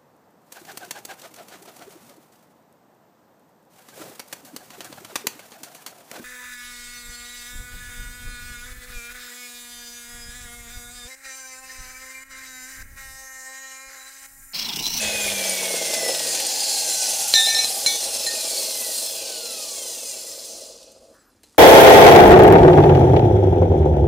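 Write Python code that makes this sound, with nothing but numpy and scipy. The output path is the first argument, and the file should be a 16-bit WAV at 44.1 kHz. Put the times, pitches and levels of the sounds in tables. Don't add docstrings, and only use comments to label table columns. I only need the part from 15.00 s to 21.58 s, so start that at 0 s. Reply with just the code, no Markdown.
import sys
import numpy as np
from scipy import signal
from scipy.fft import rfft, irfft, next_fast_len
from scipy.io import wavfile

SR = 44100
rng = np.random.default_rng(int(sys.argv[2]) if len(sys.argv) > 2 else 0)


def dump_mix(stems):
    frames = np.atleast_2d(stems).T
    limited = np.clip(frames, -1, 1)
    pcm = np.round(limited * 32767).astype(np.int16)
    wavfile.write(sys.argv[1], SR, pcm)


N = 290178


def from_db(db):
    return 10 ** (np.asarray(db) / 20)


def rms_one(x):
    return x / np.sqrt(np.mean(x ** 2) + 1e-20)


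def in_time(rows):
    s, *columns = np.transpose(rows)
    return [np.interp(np.arange(N) / SR, s, column) for column in columns]


def band(x, low_hz, high_hz):
    edges_hz = [low_hz, min(high_hz, .45 * SR)]
    return signal.sosfilt(signal.butter(2, edges_hz, "band", fs=SR, output="sos"), x)


def drift(rate_hz):
    r = np.exp(-80 * np.pi * rate_hz / SR)
    noise = rng.standard_normal(N // 40 + 2002)
    slow = signal.lfilter([1], [1, -2 * r, r * r], noise)[2000:]
    return np.interp(np.arange(N) / 40, np.arange(len(slow)), rms_one(slow))


def colour(x, spectrum=((1, 0), (2, 0)), modes_hz=(), modes_db=(), q=50):
    size = next_fast_len(N + SR // 4)
    hz = np.arange(size // 2 + 1) * SR / size + 1
    points_hz, points_db = np.transpose(spectrum)
    smooth = from_db(np.interp(np.log(hz), np.log(points_hz), points_db))
    power = 1
    for mode_hz, mode_db in zip(modes_hz, modes_db):
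        power = power + from_db(2 * mode_db) / (1 + (2 * q * (hz / mode_hz - 1)) ** 2)
    return irfft(rfft(x, size) * np.sqrt(power) * smooth, size)[:N]


def grains(per_s, spread_db):
    sizes = from_db(spread_db * np.minimum(rng.exponential(1, N), 5)) * rng.choice([-1, 1], N)
    clicks = sizes * (rng.random(N) < per_s / SR)
    return rms_one(clicks) + .5 * rng.standard_normal(N)


def burst(at_s, t60_s):
    age_s = np.arange(N) / SR - at_s
    return (age_s >= 0) * from_db(-60 * np.clip(age_s, 0, 1) / t60_s)


# frequency in Hz, relative density in dB per Hz.
SHOP_SPECTRUM = [(30, -12.5), (50, -2), (110, -10), (170, -12.5), (250, -3.5), (400, -9.5), (700, -18.5),
                 (1700, -22), (4000, -31), (7500, -30), (15600, -39.5)]
SHOP_RMS_DB = -62


def still_workshop():
    return from_db(SHOP_RMS_DB) * rms_one(colour(rng.standard_normal(N), SHOP_SPECTRUM))


# centre in seconds, level in dB, half width at 1/e in seconds.
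GUSTS = [(0.056, -41.5, 0.043), (0.152, -47, .025), (0.3, -46.5, 0.11)]


def draught():
    t = np.arange(N) / SR
    puffs = sum(from_db(db) * np.exp(-((t - s) / width_s) ** 2) for s, db, width_s in GUSTS)
    return puffs * rms_one(band(rng.standard_normal(N), 28, 108))


# start in seconds, level in dB, lower mode in Hz.
KNOCKS = [(0.077, -28, 603), (0.237, -41, 590), (0.454, -27.5, 640), (0.631, -24, 662), (0.74, -18.5, 492),
          (0.934, -21, 606), (1.032, -21.5, 485), (1.063, -22, 505), (1.093, -17, 545), (1.14, -28, 510),
          (1.204, -25, 626)]


def base_knocks():
    out, age_s = np.zeros(N), np.arange(SR // 4) / SR
    for s, db, hz in KNOCKS:
        pair = np.sin(2 * np.pi * hz * age_s) + .5 * np.sin(2.7 * np.pi * hz * age_s)
        out[round(s * SR):][:len(age_s)] += from_db(db - 60 * age_s / 0.048) * pair
    return band(out, 280, 2300)


# start in seconds, level in dB, frequency in Hz, t60 in seconds.
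CLINKS = [(0.037, -36, 2570, 0.11), (0.281, -30, 2430, 0.081), (0.281, -22, 2190, 0.071),
          (0.469, -22, 6340, 0.11), (0.495, -16.5, 9230, 0.076), (0.939, -23, 7250, 0.05),
          (1.467, -16.5, 8580, 0.051), (3.819, -33, 10700, 0.088), (3.822, -33, 2650, 0.08)]


def clinks():
    out, age_s = np.zeros(N), np.arange(SR // 4) / SR
    for s, db, hz, t60_s in CLINKS:
        ring = from_db(db - 60 * age_s / t60_s) * np.sin(2 * np.pi * hz * age_s)
        out[round(s * SR):][:len(age_s)] += ring
    return out


# start in seconds, level in dB.
JOLTS = [(0.299, -22), (0.439, -21), (0.869, -25), (0.939, -16), (1.08, -19), (1.148, -19), (1.194, -20),
         (1.349, -17.5), (1.4, -17)]


def fence_chatter():
    level = sum(from_db(db) * burst(s, 0.075) for s, db in JOLTS)
    return band(level * rng.standard_normal(N), 2300, 10400)


# start in seconds, level in dB, low edge in Hz, high edge in Hz, t60 in seconds.
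TAPS = [(5.776, -46, 3000, 9000, 0.065), (5.829, -44.5, 3000, 11900, 0.065),
        (5.918, -48, 4470, 13000, 0.043), (6.433, -45.5, 1500, 12900, 0.074), (6.436, -49, 200, 900, 0.024),
        (6.438, -51, 3900, 4470, 0.054), (6.546, -44, 120, 1800, 0.012), (6.565, -60, 1820, 1960, 0.1)]


def taps():
    noise, out = rng.standard_normal(N), np.zeros(N)
    for s, db, low_hz, high_hz, t60_s in TAPS:
        tap = band(band(burst(s, t60_s) * noise, low_hz, high_hz), low_hz, high_hz)
        out += from_db(db) * tap * np.sqrt(SR / 2 / (high_hz - low_hz))
    return out


# time in seconds, level in dB.
SLIDE = [(6.43, -96), (6.45, -62), (6.58, -63.5)]


def tube_slide():
    level_db = np.interp(np.arange(N) / SR, *np.transpose(SLIDE), left=-200)
    return from_db(level_db) * rms_one(band(grains(1800, 3.2), 3200, 10000))


# family number, frequency in Hz.
FIRST_PITCHES, SECOND_PITCHES = [(0, 1791), (1, 2272), (1, 2528), (2, 3577), (2, 3655), (2, 3768),
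                                 (3, 4034), (3, 4081), (4, 5373), (4, 5512), (5, 5850), (6, 7335)], [(0, 1836), (1, 2255), (2, 3461), (2, 3720), (3, 4118),
                                                   (4, 5478), (5, 5984), (5, 6292), (6, 6573), (6, 6724),
                                                   (6, 7140), (6, 7540), (6, 9985), (6, 10620)]
# relative level in dB, t60 in seconds, rise time constant in seconds.
FIRST_MODES, SECOND_MODES = [(-2, 1.9, 0.023), (-7, 0.4, .003), (-11, 2.3, 0.028), (7, 0.96, 0.021),
                             (2.5, 1.5, 0.019), (8, 1.6, 0.009), (-7, 0.4, 0.003), (-3, 0.3, 0.0026),
                             (12, 0.97, .002), (-10.5, 0.41, .005), (-4, 0.43, 0.0014), (2, 0.71, .005)], [(3, 0.44, 0.0063), (1, 0.36, 0.0026), (4, 0.38, 0.034),
                                                 (2, 0.28, 0.017), (-2, 0.22, 0.0015), (-2, 0.13, .002),
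                                                 (-3, 0.96, .002), (-7, 0.51, .002), (-0.5, 0.069, 0.0052),
                                                 (-56, 0.084, 0.0018), (-5, 0.084, .002), (-4.5, 0.1, .002),
                                                 (-4, 0.1, 0.0015), (-6, 0.084, .002)]
# time in seconds, crack in dB, then ring in dB of families 0 to 6 after it.
FIRST_DROP, SECOND_DROP = [(2.3386, -2.5, -19, -27.5, -26.5, -10.5, -40, -15.5, -29.5),
                           (2.401, -26, -37, -43.5, -32, -25, -47, -45, -33.5),
                           (2.464, -17, -23, -26, -75, -15, -44, -52.5, -55),
                           (2.493, -32, -33, -31, -38, -17.5, -62, -19, -57),
                           (2.515, -31, -25.5, -25.5, -45.5, -27.5, -61.5, -23, -49),
                           (2.547, -13.5, -30.5, -46, -35, -19, -36, -52.5, -41.5),
                           (2.583, -37, -45.5, -23, -56, -15, -56.5, -20, -47.5),
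                           (2.606, -30, -38, -25.5, -50, -20.5, -39.5, -28, -44),
                           (2.645, -12, -62, -59.5, -50, -24, -54, -42, -38),
                           (2.685, -21, -56, -57, -67, -50, -62, -60, -60)], [(2.862, -7, -41, -26.5, -28, -15, -23, -26, -20),
                                               (2.96, -23, -59, -60, -42, -50, -50, -32, -60),
                                               (3.03, -50, -63, -72, -52, -70, -69, -70, -70),
                                               (3.265, -19, -34, -66, -60, -22.5, -40, -50, -22),
                                               (3.34, -46, -51, -70, -70, -56, -70, -70, -70)]


def dropped_tube(pitches, modes, contacts):
    rows, out = np.array(contacts), np.zeros(N)
    first = round(rows[0, 0] * SR)
    span = slice(first + 1, first + SR)
    t = np.arange(N)[span] / SR
    last = np.searchsorted(rows[:, 0], t) - 1
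    age_s = t - rows[last, 0]
    for (family, hz), (db, t60_s, rise_s) in zip(pitches, modes):
        level = from_db(rows[last, 2 + family] + db - 60 * age_s / t60_s + 2 * drift(50)[span])
        r = np.exp(-1 / (max(rise_s, .0005) * SR))
        smooth_level = signal.lfilter([1 - r], [1, -r], level)
        out[span] += np.sqrt(2) * smooth_level * np.sin(2 * np.pi * hz * t + .15 * drift(45)[span])
    decay = from_db(-60 * age_s / 0.019) + 0.92 * from_db(-60 * age_s / 0.0092)
    crack = from_db(rows[last, 1]) * decay * rng.standard_normal(len(t))
    out[span] += 0.45 * band(crack, 2100, 7000) + 0.16 * band(crack, 240, 12000) + 0.097 * band(crack, 100, 1200)
    clack = from_db(rows[last, 1] - 60 * age_s / .03) * np.sin(2 * np.pi * 4110 * age_s)
    out[span] += .9 * clack
    return out


# time in seconds, centre in Hz, level in dB.
SWISH = [(6.12, 1188, -77.5), (6.15, 1400, -59), (6.22, 1510, -65), (6.3, 1280, -64.5), (6.35, 1010, -81)]
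# time in seconds, pitch in Hz, level in dB, half-pitch tone in dB.
WHISTLE = [(6.128, 11950, -94.5, -99), (6.135, 12500, -70, -99), (6.165, 15600, -72, -94),
           (6.195, 15800, -83.5, -61), (6.225, 15200, -76, -65), (6.26, 14000, -67.5, -85),
           (6.3, 11300, -67, -89.5), (6.335, 9200, -75, -99), (6.345, 8800, -99, -99)]


def swung_tube():
    centre_hz, swish_db = in_time(SWISH)
    carrier = np.sqrt(2) * np.sin(2 * np.pi * np.cumsum(centre_hz) / SR)
    swish = rms_one(band(band(rng.standard_normal(N), 20, 410), 20, 410)) * carrier
    pitch_hz, top_db, half_db = in_time(WHISTLE)
    cycles = np.cumsum(pitch_hz) / SR
    tones = from_db(top_db) * np.sin(2 * np.pi * cycles) + from_db(half_db) * np.sin(np.pi * cycles)
    return from_db(swish_db) * swish + from_db(3 * drift(40)) * tones


# time in seconds, speed in turns per s.
SPEED = [(0.0, 216.09), (0.5, 191.21), (1.0, 168.19), (1.5, 146.71), (2.0, 126.44), (2.5, 107.7),
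         (3.0, 89.99), (3.5, 72.93), (4.0, 56.95), (4.5, 42.04), (5.0, 27.93), (5.5, 15.13), (6.0, 3.66)]
STALL_TURNS_PER_S = 24


def armature_speed():
    return in_time(SPEED)[0]


CASING_HZ, CASING_DB = (1505, 1980, 2600, 2930, 3315, 4008, 4160, 4320, 4505, 4955, 5240, 5510, 5805, 6270,
                        6760, 7070, 7300, 7410, 8140, 8600, 9050, 9690, 10035, 10465, 10725, 11800, 12190,
                        13600, 13870), (6.5, 6.5, -4.5, -2.5, 3, 5, 6.5, 2, 6.5, 6.5, 6.5, -6, 4, 6.5, 2,
                                           2, 4, 1, 6, 3.5, 4.5, 3, -2.5, 1.5, 5, 3, 2.5, 1.5, 4)
CASING_Q = 77
MODE_SWELL_DB, MODE_SWELL_HZ = 2.5, 3


def casing_noise(per_s, spread_db, spectrum):
    out = colour(grains(per_s, spread_db), spectrum)
    drive = colour(grains(per_s, spread_db), spectrum)
    for hz, db in zip(CASING_HZ, CASING_DB):
        r = np.exp(-np.pi * hz / CASING_Q / SR)
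        poles = [1, -2 * r * np.cos(2 * np.pi * hz / SR), r * r]
        ring = signal.lfilter([(1 - r * r) / 2, 0, (r * r - 1) / 2], poles, drive)
        out = out + from_db(db + MODE_SWELL_DB * drift(MODE_SWELL_HZ)) * ring
    return out


PINGS_PER_S, PING_T60_S = 45, .06
PING_DB, PING_DB_PER_TURN_PER_S = -42, .065
PING_MODES = range(13, 25)


def grit_pings():
    speed = armature_speed()
    level = from_db(PING_DB + PING_DB_PER_TURN_PER_S * speed + rng.normal(0, 4, N))
    born = rng.random(N) < PINGS_PER_S / SR
    struck, out = rng.integers(PING_MODES.start, PING_MODES.stop, N), 0
    r = from_db(-60 / (PING_T60_S * SR))
    for k in PING_MODES:
        w = 2 * np.pi * CASING_HZ[k] / SR
        hits = level * born * (struck == k) + 1e-18
        out = out + signal.lfilter([0, np.sin(w)], [1, -2 * r * np.cos(w), r * r], hits)
    return out * (speed > STALL_TURNS_PER_S)


# frequency in Hz, relative density in dB per Hz.
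RATTLE_SPECTRUM = [(110, -39), (200, -13.5), (260, -3), (420, -12.5), (550, -1), (700, -2), (900, -17.5),
                   (1200, -11), (2000, -44)]
BASE_HZ, BASE_DB = (240, 316, 352, 390, 462, 505, 550, 635, 660, 764, 840, 1003), (4, 3.5, 6, 17.5, 17, 15, 15, 12, 10, -1, 6, 2)
BASE_Q = 22.6
# time in seconds, level in dB.
BUZZ = [(0, -41.5), (1, -46), (2.4, -39), (2.9, -44), (3.6, -50.5), (4.4, -54.5), (5.5, -65.5), (6.1, -70),
        (6.3, -79)]
BUZZ_WAVER_DB = 1


def gear_rattle(gears, rattle_db):
    rattle = rms_one(colour(gears, RATTLE_SPECTRUM, BASE_HZ, BASE_DB, BASE_Q))
    buzz = rms_one(band(band(rattle, 747, 914), 747, 914))
    buzz_db = in_time(BUZZ)[0] + BUZZ_WAVER_DB * drift(1.43)
    return from_db(rattle_db) * rattle + from_db(buzz_db) * buzz


# frequency in Hz, relative density in dB per Hz.
RUSH_SPECTRUM = [(530, -13), (900, -0.5), (1390, -8), (1530, -4.5), (1850, -10), (3080, -3.5), (3380, 7),
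                 (3600, 8), (4680, -19), (7920, -120)]
RUSH_DB, RUSH_DB_PER_TURN_PER_S, RUSH_FROM_TURNS_PER_S = -14.5, 0.1087, 136


def fan_rush(hiss_db, shake_db):
    speed = armature_speed()
    gain_db = RUSH_DB + RUSH_DB_PER_TURN_PER_S * np.maximum(speed - RUSH_FROM_TURNS_PER_S, 0)
    rush = rms_one(casing_noise(3000, 3.75, RUSH_SPECTRUM))
    rush = rush + speed / 90 * band(rush, 1567, 2910)
    return from_db(hiss_db + gain_db + shake_db) * rush


# frequency in Hz, relative density in dB per Hz.
HISS_SPECTRUM = [(1500, -82), (2500, -6), (3700, -16.5), (4100, -3.5), (6000, -1), (8000, -1), (9500, -1.5),
                 (11000, -4.5), (13000, -9.5), (14500, -12), (15700, -3)]
# time in seconds, slope in dB per octave.
BRIGHTNESS = [(0, -2), (.8, -2), (2.1, -2.5), (2.55, -2.5), (2.9, -1.5), (3.3, -2), (3.7, -1), (3.85, 0.5),
              (4.12, 1), (4.25, -1.5), (5.4, -1), (5.65, -2.5), (5.88, -8), (6.1, -1.5)]
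PATCH_DB, PATCH_HZ = 1.5, 1.2


def brush_hiss(shake_db):
    hiss, slope_db = casing_noise(9000, 2.0, HISS_SPECTRUM), in_time(BRIGHTNESS)[0]
    edges_hz, bands = 2400 * 2 ** np.arange(0, 3.1, .5), 0
    for low_hz, high_hz in zip(edges_hz, edges_hz[1:]):
        tilt_db = slope_db * np.log2(low_hz / 5000)
        flutter_db = shake_db + 0.55 * drift(33) + PATCH_DB * drift(PATCH_HZ)
        bands = -bands + band(hiss, low_hz, high_hz) * from_db(tilt_db + flutter_db)
    return rms_one(bands)


WHEEL_HZ, WHEEL_DB = (4086, 4990, 5850), (1, 4, -3.5)
WHEEL_Q = 96
WHEEL_RING_DB, WHEEL_RING_DB_PER_TURN_PER_S = -8, -0.2


def wheel_ring(gears):
    rings = 0
    for hz, db in zip(WHEEL_HZ, WHEEL_DB):
        rings = rings + from_db(db) * rms_one(band(gears, hz - hz / WHEEL_Q, hz + hz / WHEEL_Q))
    return from_db(WHEEL_RING_DB + WHEEL_RING_DB_PER_TURN_PER_S * armature_speed()) * rms_one(rings)


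# time in seconds, level in dB.
SING = [(0, -77), (.7, -49), (1.05, -39), (1.4, -53), (1.8, -34), (2.3, -43), (2.7, -60.5), (3.05, -38),
        (3.4, -45), (4.2, -57), (5, -82.5)]
SING_HZ = 10725


def wheel_sing(gears):
    return from_db(in_time(SING)[0]) * rms_one(band(gears, SING_HZ - 130, SING_HZ + 130))


# time in seconds, gear rattle in dB, brush hiss in dB.
RUNNING_LEVELS = [(0.0, -36, -26.5), (0.99, -34, -25.5), (1.3, -37, -25), (1.65, -44, -24.5),
                  (1.85, -41.5, -24.5), (2.4, -44, -23.5), (2.86, -41, -26), (3.3, -38.5, -26.5),
                  (3.6, -39.5, -25.5), (4.12, -42, -29), (4.19, -42, -29.5), (5.07, -46, -34.5),
                  (5.46, -45.5, -38), (5.66, -48, -42.5), (5.88, -51.5, -52.5), (5.99, -52, -59),
                  (6.12, -50.5, -61), (6.27, -89, -69.5), (6.58, -83, -73)]


def running_noise():
    rattle_db, hiss_db = in_time(RUNNING_LEVELS)
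    gears = grains(900, 1.9) * from_db(2.25 * drift(32))
    shake_db = 0.91 * drift(30)
    hiss = from_db(hiss_db) * (brush_hiss(shake_db) + wheel_ring(gears))
    return gear_rattle(gears, rattle_db) + wheel_sing(gears) + fan_rush(hiss_db, shake_db) + hiss


WHINE_ORDERS = (1, 2, 12, 16, 32, 48, 64, 80, 96, 112, 128, 144, 160, 192, 224)
# level in dB at 100 turns per s, gain in dB per doubling of speed.
WHINE_LAW = [(-58, 14), (-65, 9), (-53, 17), (-56, 3), (-48, 4), (-54, 7), (-50, 6), (-55, 5), (-48, 5),
             (-56, 3), (-55, 3), (-57, 5), (-54, 4), (-54, 5), (-58, 4)]
# frequency in Hz, gain in dB.
RADIATION = [(62, -14), (80, -3), (110, -4), (130, -11), (150, -11), (173, -5), (190, -1), (220, -2),
             (300, 3), (400, 0), (950, -6), (1250, -4), (1500, -5), (1780, -10), (2050, 1), (2400, 1),
             (2900, 4), (3400, 5), (3800, 0), (4300, 7), (4800, 3), (5400, 10), (6000, 1), (7000, 2),
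             (8500, 2), (10500, -5), (13000, -15)]
# time in seconds, gain in dB.
BAR_SWELL = [(0, -4), (.5, -2), (.9, -4), (1.1, 2), (1.5, -3), (1.8, 4), (2.1, -4), (2.6, -8), (2.9, -8),
             (3.1, -4), (3.45, 2), (3.7, -4), (3.9, 2), (4.15, -6), (4.3, 3), (4.7, 2), (5, -2), (5.4, -6)]
BAR_ORDER, RUNOUT_DEPTH = 32, .6
STALL_DB_PER_HALVING = 12


def motor_whine():
    speed = np.maximum(armature_speed(), 1)
    turns = np.cumsum(speed) / SR
    radiation_hz, radiation_db = np.transpose(RADIATION)
    stall_db = STALL_DB_PER_HALVING * np.log2(np.minimum(speed / STALL_TURNS_PER_S, 1))
    out = 0
    for order, (db, slope_db) in zip(WHINE_ORDERS, WHINE_LAW):
        tone_hz = order * speed
        level_db = db + slope_db * np.log2(speed / 100) + stall_db
        level_db += np.interp(np.log(tone_hz), np.log(radiation_hz), radiation_db)
        if order == BAR_ORDER:
            level_db += in_time(BAR_SWELL)[0] + drift(8)
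        else:
            level_db += (3.5 if order > BAR_ORDER else 2) * drift(5)
        throb = 1 + (order > BAR_ORDER) * RUNOUT_DEPTH * np.cos(2 * np.pi * (turns + rng.random()))
        tone = np.sqrt(2) * np.sin(2 * np.pi * order * turns)
        out = out + (tone_hz < 18000) * from_db(level_db) * throb * tone
    return colour(out, modes_hz=CASING_HZ, modes_db=CASING_DB, q=CASING_Q)


ROOM_T60_S, ROOM_DB, WALL_CUT_HZ = 0.38, -15, 3800


def room(x):
    age_s = np.arange(SR // 2) / SR
    tail = rng.standard_normal(len(age_s)) * from_db(-60 * age_s / ROOM_T60_S) * (age_s > .004)
    tail = signal.lfilter(*signal.butter(1, WALL_CUT_HZ, fs=SR), tail)
    tail = tail / np.sqrt(np.sum(tail ** 2))
    return x + from_db(ROOM_DB) * signal.fftconvolve(x, tail)[:N]


def scene():
    tubes = dropped_tube(FIRST_PITCHES, FIRST_MODES, FIRST_DROP)
    tubes += dropped_tube(SECOND_PITCHES, SECOND_MODES, SECOND_DROP)
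    handling = base_knocks() + clinks() + fence_chatter() + taps() + tube_slide()
    saw = motor_whine() + grit_pings() + running_noise()
    mid = room(saw + handling + .5 * tubes) + .5 * tubes
    mid += swung_tube() + draught() + still_workshop()
    return np.array([mid, mid])


CLIP_LEVEL, CUTOFF_HZ = .8, 15580


def record(dry):
    dry = signal.sosfilt(signal.butter(4, 36, "high", fs=SR, output="sos"), dry)
    clipped = np.clip(dry, -CLIP_LEVEL, CLIP_LEVEL)
    return signal.sosfilt(signal.ellip(14, .5, 70, CUTOFF_HZ, fs=SR, output="sos"), clipped)


dry = scene()
out = record(dry)
dump_mix(out)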